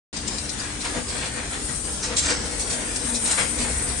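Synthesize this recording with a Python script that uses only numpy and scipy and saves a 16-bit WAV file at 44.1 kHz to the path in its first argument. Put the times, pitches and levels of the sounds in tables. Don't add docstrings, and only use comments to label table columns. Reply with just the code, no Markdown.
import sys
import numpy as np
from scipy import signal
from scipy.fft import rfft, irfft
from scipy.io import wavfile
from scipy.ndimage import uniform_filter1d

SR = 44100
rng = np.random.default_rng(int(sys.argv[2]) if len(sys.argv) > 2 else 0)


def unload_audio(sound):
    columns = np.transpose(np.atleast_2d(sound))
    steps = np.round(np.clip(columns, -1, 1) * 32767)
    wavfile.write(sys.argv[1], SR, steps.astype(np.int16))


N = 176400
TIME_S = np.arange(N) / SR
FREQ_HZ = np.arange(N // 2 + 1) * SR / N

# freq_hz, gain_db
NOZZLE_SPECTRUM = [(1500, -21), (4000, -43.5), (6000, -15.5), (7350, -9.5), (7650, -9), (7900, -3),
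                   (8250, 0), (8950, 1), (9500, -1), (10100, -10.5)]
NOZZLE_CORRELATION, FLICKER_DB = 0.065, 1.44
MOTOR_PAN_DB, GANTRY_PAN_DB = 4.5, 3


def undb(db):
    return 10 ** (np.asarray(db) / 20)


def unit(x):
    return x / np.sqrt(np.mean(x ** 2))


def curve(points):
    return undb(np.interp(TIME_S, *np.array(points).T))


def pan(x, db):
    return x * unit(undb(np.array([[db], [-db]]) / 2))


def colour(x, spectrum):
    hz, db = np.array(spectrum).T
    gain = undb(np.interp(np.log(FREQ_HZ + 1), np.log(hz), db))
    return unit(irfft(rfft(x) * gain, N))


def waver(rate_hz):
    hold = int(SR / rate_hz)
    steps = np.repeat(rng.standard_normal(N // hold + 1), hold)
    return unit(uniform_filter1d(steps, hold)[:N])


def stereo(x, correlation):
    mid = np.sqrt(1 + correlation) * x[0]
    side = np.sqrt(1 - correlation) * x[1]
    return np.array([mid + side, mid - side]) / np.sqrt(2)


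def noise(correlation):
    return stereo(rng.standard_normal((2, N)), correlation)


def reflections(t60_s):
    return unit(noise(correlation=0) * undb(-60 * TIME_S / t60_s)) / np.sqrt(N)


def convolve(x, response):
    return signal.fftconvolve(np.atleast_2d(x), np.atleast_2d(response), axes=1)[:, :N]


def bed_rumble():
    # freq_hz, gain_db
    spectrum = [(20, -31), (32, -22), (43, 5.5), (62, 5.5), (85, -0.5), (130, -8.5), (200, -11.5),
                (500, -44.5)]
    # time_s, level_db
    levels = [(.13, -41), (1.0, -38.5), (1.8, -38.5), (2.3, -36.5), (2.8, -37.5), (3.6, -36), (3.82, -31.5),
              (4.0, -35.5)]
    return pan(colour(noise(correlation=0.91), spectrum) * curve(levels), db=2)


def pump_and_fans():
    # freq_hz, gain_db
    spectrum = [(60, -10.5), (130, 0.5), (170, -3), (210, 1), (243, 1), (270, -3), (310, -4.5), (400, -4),
                (700, -9), (1100, -11.5), (2000, -12), (3000, -14), (4500, -11.5), (6500, -12),
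                (8000, -12.5), (10000, -38.5)]
    # pitch_hz, level_db
    lines = [(69.5, -45.5), (240, -48), (295, -44), (1696, -58.5)]
    correlation = 0.9 / (1 + (FREQ_HZ / 700) ** 2)
    air = irfft(stereo(rfft(rng.standard_normal((2, N))), correlation), N)
    rush = undb(-34 + FLICKER_DB * waver(25)) * colour(air, spectrum)
    hum = 0
    for pitch_hz, level_db in lines:
        gain = undb(level_db + 2 * waver(6.1))
        drifting_hz = pitch_hz * (1 + 0.00763 * waver(12))
        hum += gain * np.sin(2 * np.pi * np.cumsum(drifting_hz) / SR)
    return pan(rush + hum, MOTOR_PAN_DB)


def vacuum_hiss():
    # time_s, level_db, pan_db
    path = np.array([(.13, -41, 2), (.25, -39.5, 2), (.31, -35.5, 5), (.9, -34.5, 2.5), (1.5, -34, 2),
                     (1.62, -33.5, 3), (1.69, -29.5, 8), (1.79, -31, 10), (1.94, -28, 1), (1.97, -33.5, 4),
                     (2.14, -36, 8), (2.42, -39.5, 9), (2.5, -35.5, 10), (2.58, -31, 11), (2.7, -28, 6),
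                     (2.81, -29, 7.5), (2.88, -27.5, 2.5), (2.96, -27.5, 8), (3.13, -28, 9),
                     (3.29, -25.5, 3), (3.41, -26, 14), (3.55, -28, 8.5), (3.84, -26.5, 3.5),
                     (4.0, -26, 7.5)])
    hiss = colour(noise(NOZZLE_CORRELATION), NOZZLE_SPECTRUM)
    level, left_ratio = curve(path[:, [0, 1]]), curve(path[:, [0, 2]])
    sides = np.array([left_ratio, np.ones(N)]) / np.sqrt((1 + left_ratio ** 2) / 2)
    return hiss * level * sides * undb(FLICKER_DB * waver(34.74))


def spectral_flicker(x):
    # freq_hz, spread_db
    depths = [(500, 1.5), (2000, 2.1), (4000, 3), (7000, 4.2), (9000, 1.7)]
    width_hz, drift_s = 130, 0.13
    bins_hz, frames_s, spectra = signal.stft(x, SR, nperseg=1024)
    ripple = rng.standard_normal(spectra.shape[1:])
    ripple = uniform_filter1d(ripple, round(width_hz / bins_hz[1]), axis=0)
    ripple = uniform_filter1d(ripple, round(drift_s / frames_s[1]), axis=1)
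    spread_db = np.interp(bins_hz, *np.array(depths).T)[:, None]
    gain = undb(unit(ripple).clip(None, 2) * spread_db)
    return signal.istft(spectra * gain, SR, nperseg=1024)[1][:, :N]


def head_ring(x):
    # freq_hz, t60_s, relative_db
    modes = [(2420, .03, -14), (4018, .10, -11), (5055, .05, -9), (5700, .04, -15), (6378, .06, -12),
             (6750, .04, -13), (7063, .12, -10), (8200, .05, -12)]
    response = 0
    for freq_hz, t60_s, relative_db in modes:
        decay_per_s = np.log(1000) / t60_s
        mode = np.cos(2 * np.pi * freq_hz * TIME_S) * np.exp(-decay_per_s * TIME_S)
        response += undb(9 + relative_db) * mode * 2 * decay_per_s / SR
    return x + convolve(x, response)


def air_valves():
    # start_s, jet_db, hold_s, hiss_db, peak_hz, pan_db
    puffs = [(0.167, -31, 0.01, -53, 5200, 6), (0.28, -26, 0.0044, -49, 7260, 8),
             (0.385, -29.5, .003, -47, 5000, 4), (0.494, -28, 0.0048, -39, 4430, 11),
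             (0.597, -36, .005, -37, 4970, 4.5), (0.807, -33, 0.018, -50, 4200, 2),
             (0.852, -31.5, .006, -34, 4400, 1), (.875, -38, 0.0098, -42, 4430, -3),
             (1.086, -35, 0.026, -35, 4600, -3), (1.758, -44.5, .0054, -29, 8000, 11),
             (2.169, -20.5, .005, -31, 7100, -1), (2.184, -21, 0.011, -29, 7500, 2),
             (2.598, -30.5, .025, -31, 6400, -1.5), (2.704, -29, 0.01, -34, 5900, -3),
             (2.731, -30.5, 0.0074, -41, 5800, -2), (2.961, -27, .005, -30, 6800, 4),
             (3.148, -27.5, 0.022, -38, 5640, 3), (3.26, -28.5, 0.007, -36, 6400, -2),
             (3.314, -23.5, .004, -30, 7400, 2.5), (3.589, -32, 0.041, -32, 4600, -1)]
    # freq_hz, gain_db
    spectrum = [(400, -28), (1500, -7.5), (2400, 5), (3100, 1.5), (3900, 10.5), (5200, 9), (7200, 7.5),
                (8500, 11.5), (10000, -7.5)]
    rise_s, fall_s, peak_db, half_width_hz = 0.005, 0.009, 5, 510
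    air_bins = rfft(colour(noise(correlation=0.29), spectrum))
    sputter = unit(undb(0.5 * waver(700)))
    jets = hiss_gain = 0
    for start_s, jet_db, hold_s, hiss_db, peak_hz, pan_db in puffs:
        before_s = np.maximum(start_s - TIME_S, 0)
        after_s = np.maximum(TIME_S - start_s - hold_s, 0)
        opening = pan(np.exp(-before_s / rise_s - after_s / fall_s), pan_db)
        peak = undb(peak_db / (1 + ((FREQ_HZ - peak_hz) / half_width_hz) ** 2))
        jets += undb(jet_db) * opening * unit(irfft(air_bins * peak, N))
        hiss_gain += undb(hiss_db) * opening
    hiss = hiss_gain * colour(noise(NOZZLE_CORRELATION), NOZZLE_SPECTRUM)
    return head_ring(jets * sputter) + hiss


def clicks(rate_hz, spread_db):
    impulses = (rng.random(N) < rate_hz / SR) * rng.choice([-1, 1], N)
    return impulses * undb(spread_db * rng.standard_normal(N).clip(-2, 2))


def clatter(rate_hz, spread_db, correlation):
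    impacts = np.array([clicks(rate_hz, spread_db) for _ in range(2)])
    scatter = rfft(reflections(t60_s=0.035))
    smeared = irfft(rfft(impacts) * scatter / np.abs(scatter), N)
    return stereo(smeared, correlation)


def gantry():
    # fastest_s, rise_s, fall_s, rail_db, frame_db, rattle_db
    moves = [(.66, 0.17, 0.14, -38.5, -49, -58), (0.856, 0.027, 0.085, -31, -39, -40.5),
             (.972, 0.035, 0.038, -30.5, -29.5, -39), (1.16, 0.067, 0.098, -35, -36.5, -37),
             (1.239, 0.058, 0.073, -32.5, -38.5, -46), (1.39, 0.064, 0.089, -35, -41, -49),
             (1.545, 0.04, 0.056, -33, -41, -37.5), (1.70, 0.024, 0.052, -37, -44, -43),
             (1.89, 0.023, .04, -40, -40.5, -44), (2.042, 0.015, 0.039, -32, -56, -26.5),
             (2.13, 0.04, 0.027, -32, -36, -47), (2.255, 0.053, 0.058, -32, -36, -27.5),
             (2.306, 0.028, 0.049, -26.5, -27.5, -25), (2.47, 0.19, 0.21, -39, -36.5, -38.5),
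             (2.769, 0.1, 0.16, -36.5, -40.5, -44), (3.10, 0.42, 0.16, -39.5, -40, -40),
             (3.309, 0.073, 0.082, -30.5, -39.5, -29.5), (3.386, 0.012, 0.063, -23.5, -30, -29.5),
             (3.649, 0.11, 0.099, -32.5, -35, -38), (3.85, 0.11, 0.17, -37.5, -41, -43)]
    # freq_hz, gain_db
    rail_spectrum = [(150, -16), (400, -20), (750, 1), (1100, 1.5), (1700, 4.5), (2300, 1.5), (2900, -2),
                     (3800, -1), (6000, -33.5), (10000, -52)]
    frame_spectrum = [(60, -7), (130, -4.5), (280, 1), (400, -8), (455, -2), (492, 6.5), (550, -3),
                      (700, -2.5), (1000, -15.5), (2500, -33.5)]
    rattle_spectrum = [(500, -26), (2000, -18), (3000, -38), (4000, 6.5), (5500, 6), (7200, 7), (8500, 8),
                       (10000, -7.5)]
    power = np.zeros((3, N))
    for fastest_s, rise_s, fall_s, rail_db, frame_db, rattle_db in moves:
        ramp_s = np.where(TIME_S < fastest_s, rise_s, fall_s)
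        speed = np.exp(-np.abs((TIME_S - fastest_s) / ramp_s) ** 1.54)
        power += (undb([[rail_db], [frame_db], [rattle_db]]) * speed) ** 2
    rail_gain, frame_gain, rattle_gain = np.sqrt(power)
    balls = clatter(rate_hz=2500, spread_db=4, correlation=0.2)
    rails = rail_gain * colour(balls, rail_spectrum)
    frame = frame_gain * colour(noise(correlation=0.64), frame_spectrum)
    knocks = clatter(rate_hz=1100, spread_db=-0.5, correlation=0.82)
    rattle = rattle_gain * colour(head_ring(knocks), rattle_spectrum)
    return pan(rails + frame, GANTRY_PAN_DB) + pan(rattle, db=-0.5)


def nozzle_ping(start_s, level_db):
    # freq_hz, t60_s, relative_db
    modes = [(4870, 0.039, -1), (6670, .03, -3)]
    age_s = np.maximum(TIME_S - start_s, 0)
    ring = 0
    for freq_hz, t60_s, relative_db in modes:
        envelope = undb(level_db + relative_db - 60 * age_s / t60_s)
        ring += envelope * np.sin(2 * np.pi * freq_hz * age_s)
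    return pan(ring, GANTRY_PAN_DB)


def servos():
    # start_s, length_s, first_hz, last_hz, level_db
    whines = [(0.937, 0.067, 485, 510, -38), (2.081, .097, 469, 458, -35), (2.069, 0.13, 505, 508, -36),
              (3.043, .23, 242, 209, -31.5), (3.587, 0.18, 243.4, 236, -34), (3.86, 0.13, 255, 245, -38.5)]
    drift, roughness = 1 + 0.0053 * waver(60), undb(0.5 * waver(40))
    motors = 0
    for start_s, length_s, first_hz, last_hz, level_db in whines:
        progress = np.clip((TIME_S - start_s) / length_s, 0, 1)
        pitch_hz = (first_hz + (last_hz - first_hz) * progress ** 3) * drift
        phase = 2 * np.pi * np.cumsum(pitch_hz) / SR
        swell = np.sqrt(np.abs(np.sin(np.pi * progress ** 0.6)))
        motors += undb(level_db) * swell * (np.sin(phase) + undb(-16) * np.sin(2 * phase))
    return pan(motors * roughness, MOTOR_PAN_DB)


def scene():
    moving = gantry() + air_valves() + nozzle_ping(start_s=0.602, level_db=-25)
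    hall = undb(-6.5) * convolve(moving, reflections(t60_s=0.35))
    flickering = spectral_flicker(moving + hall + vacuum_hiss() + pump_and_fans())
    return flickering + bed_rumble() + servos()


def record(dry):
    start_s, fade_s, cutoff_hz = 0.128, 0.002, 10280
    gate = np.clip((TIME_S - start_s) / fade_s, 0, 1)
    lowpass = signal.ellip(12, 0.2, 80, cutoff_hz, fs=SR, output="sos")
    return signal.sosfilt(lowpass, dry * gate)


dry = scene()
out = record(dry)
unload_audio(out)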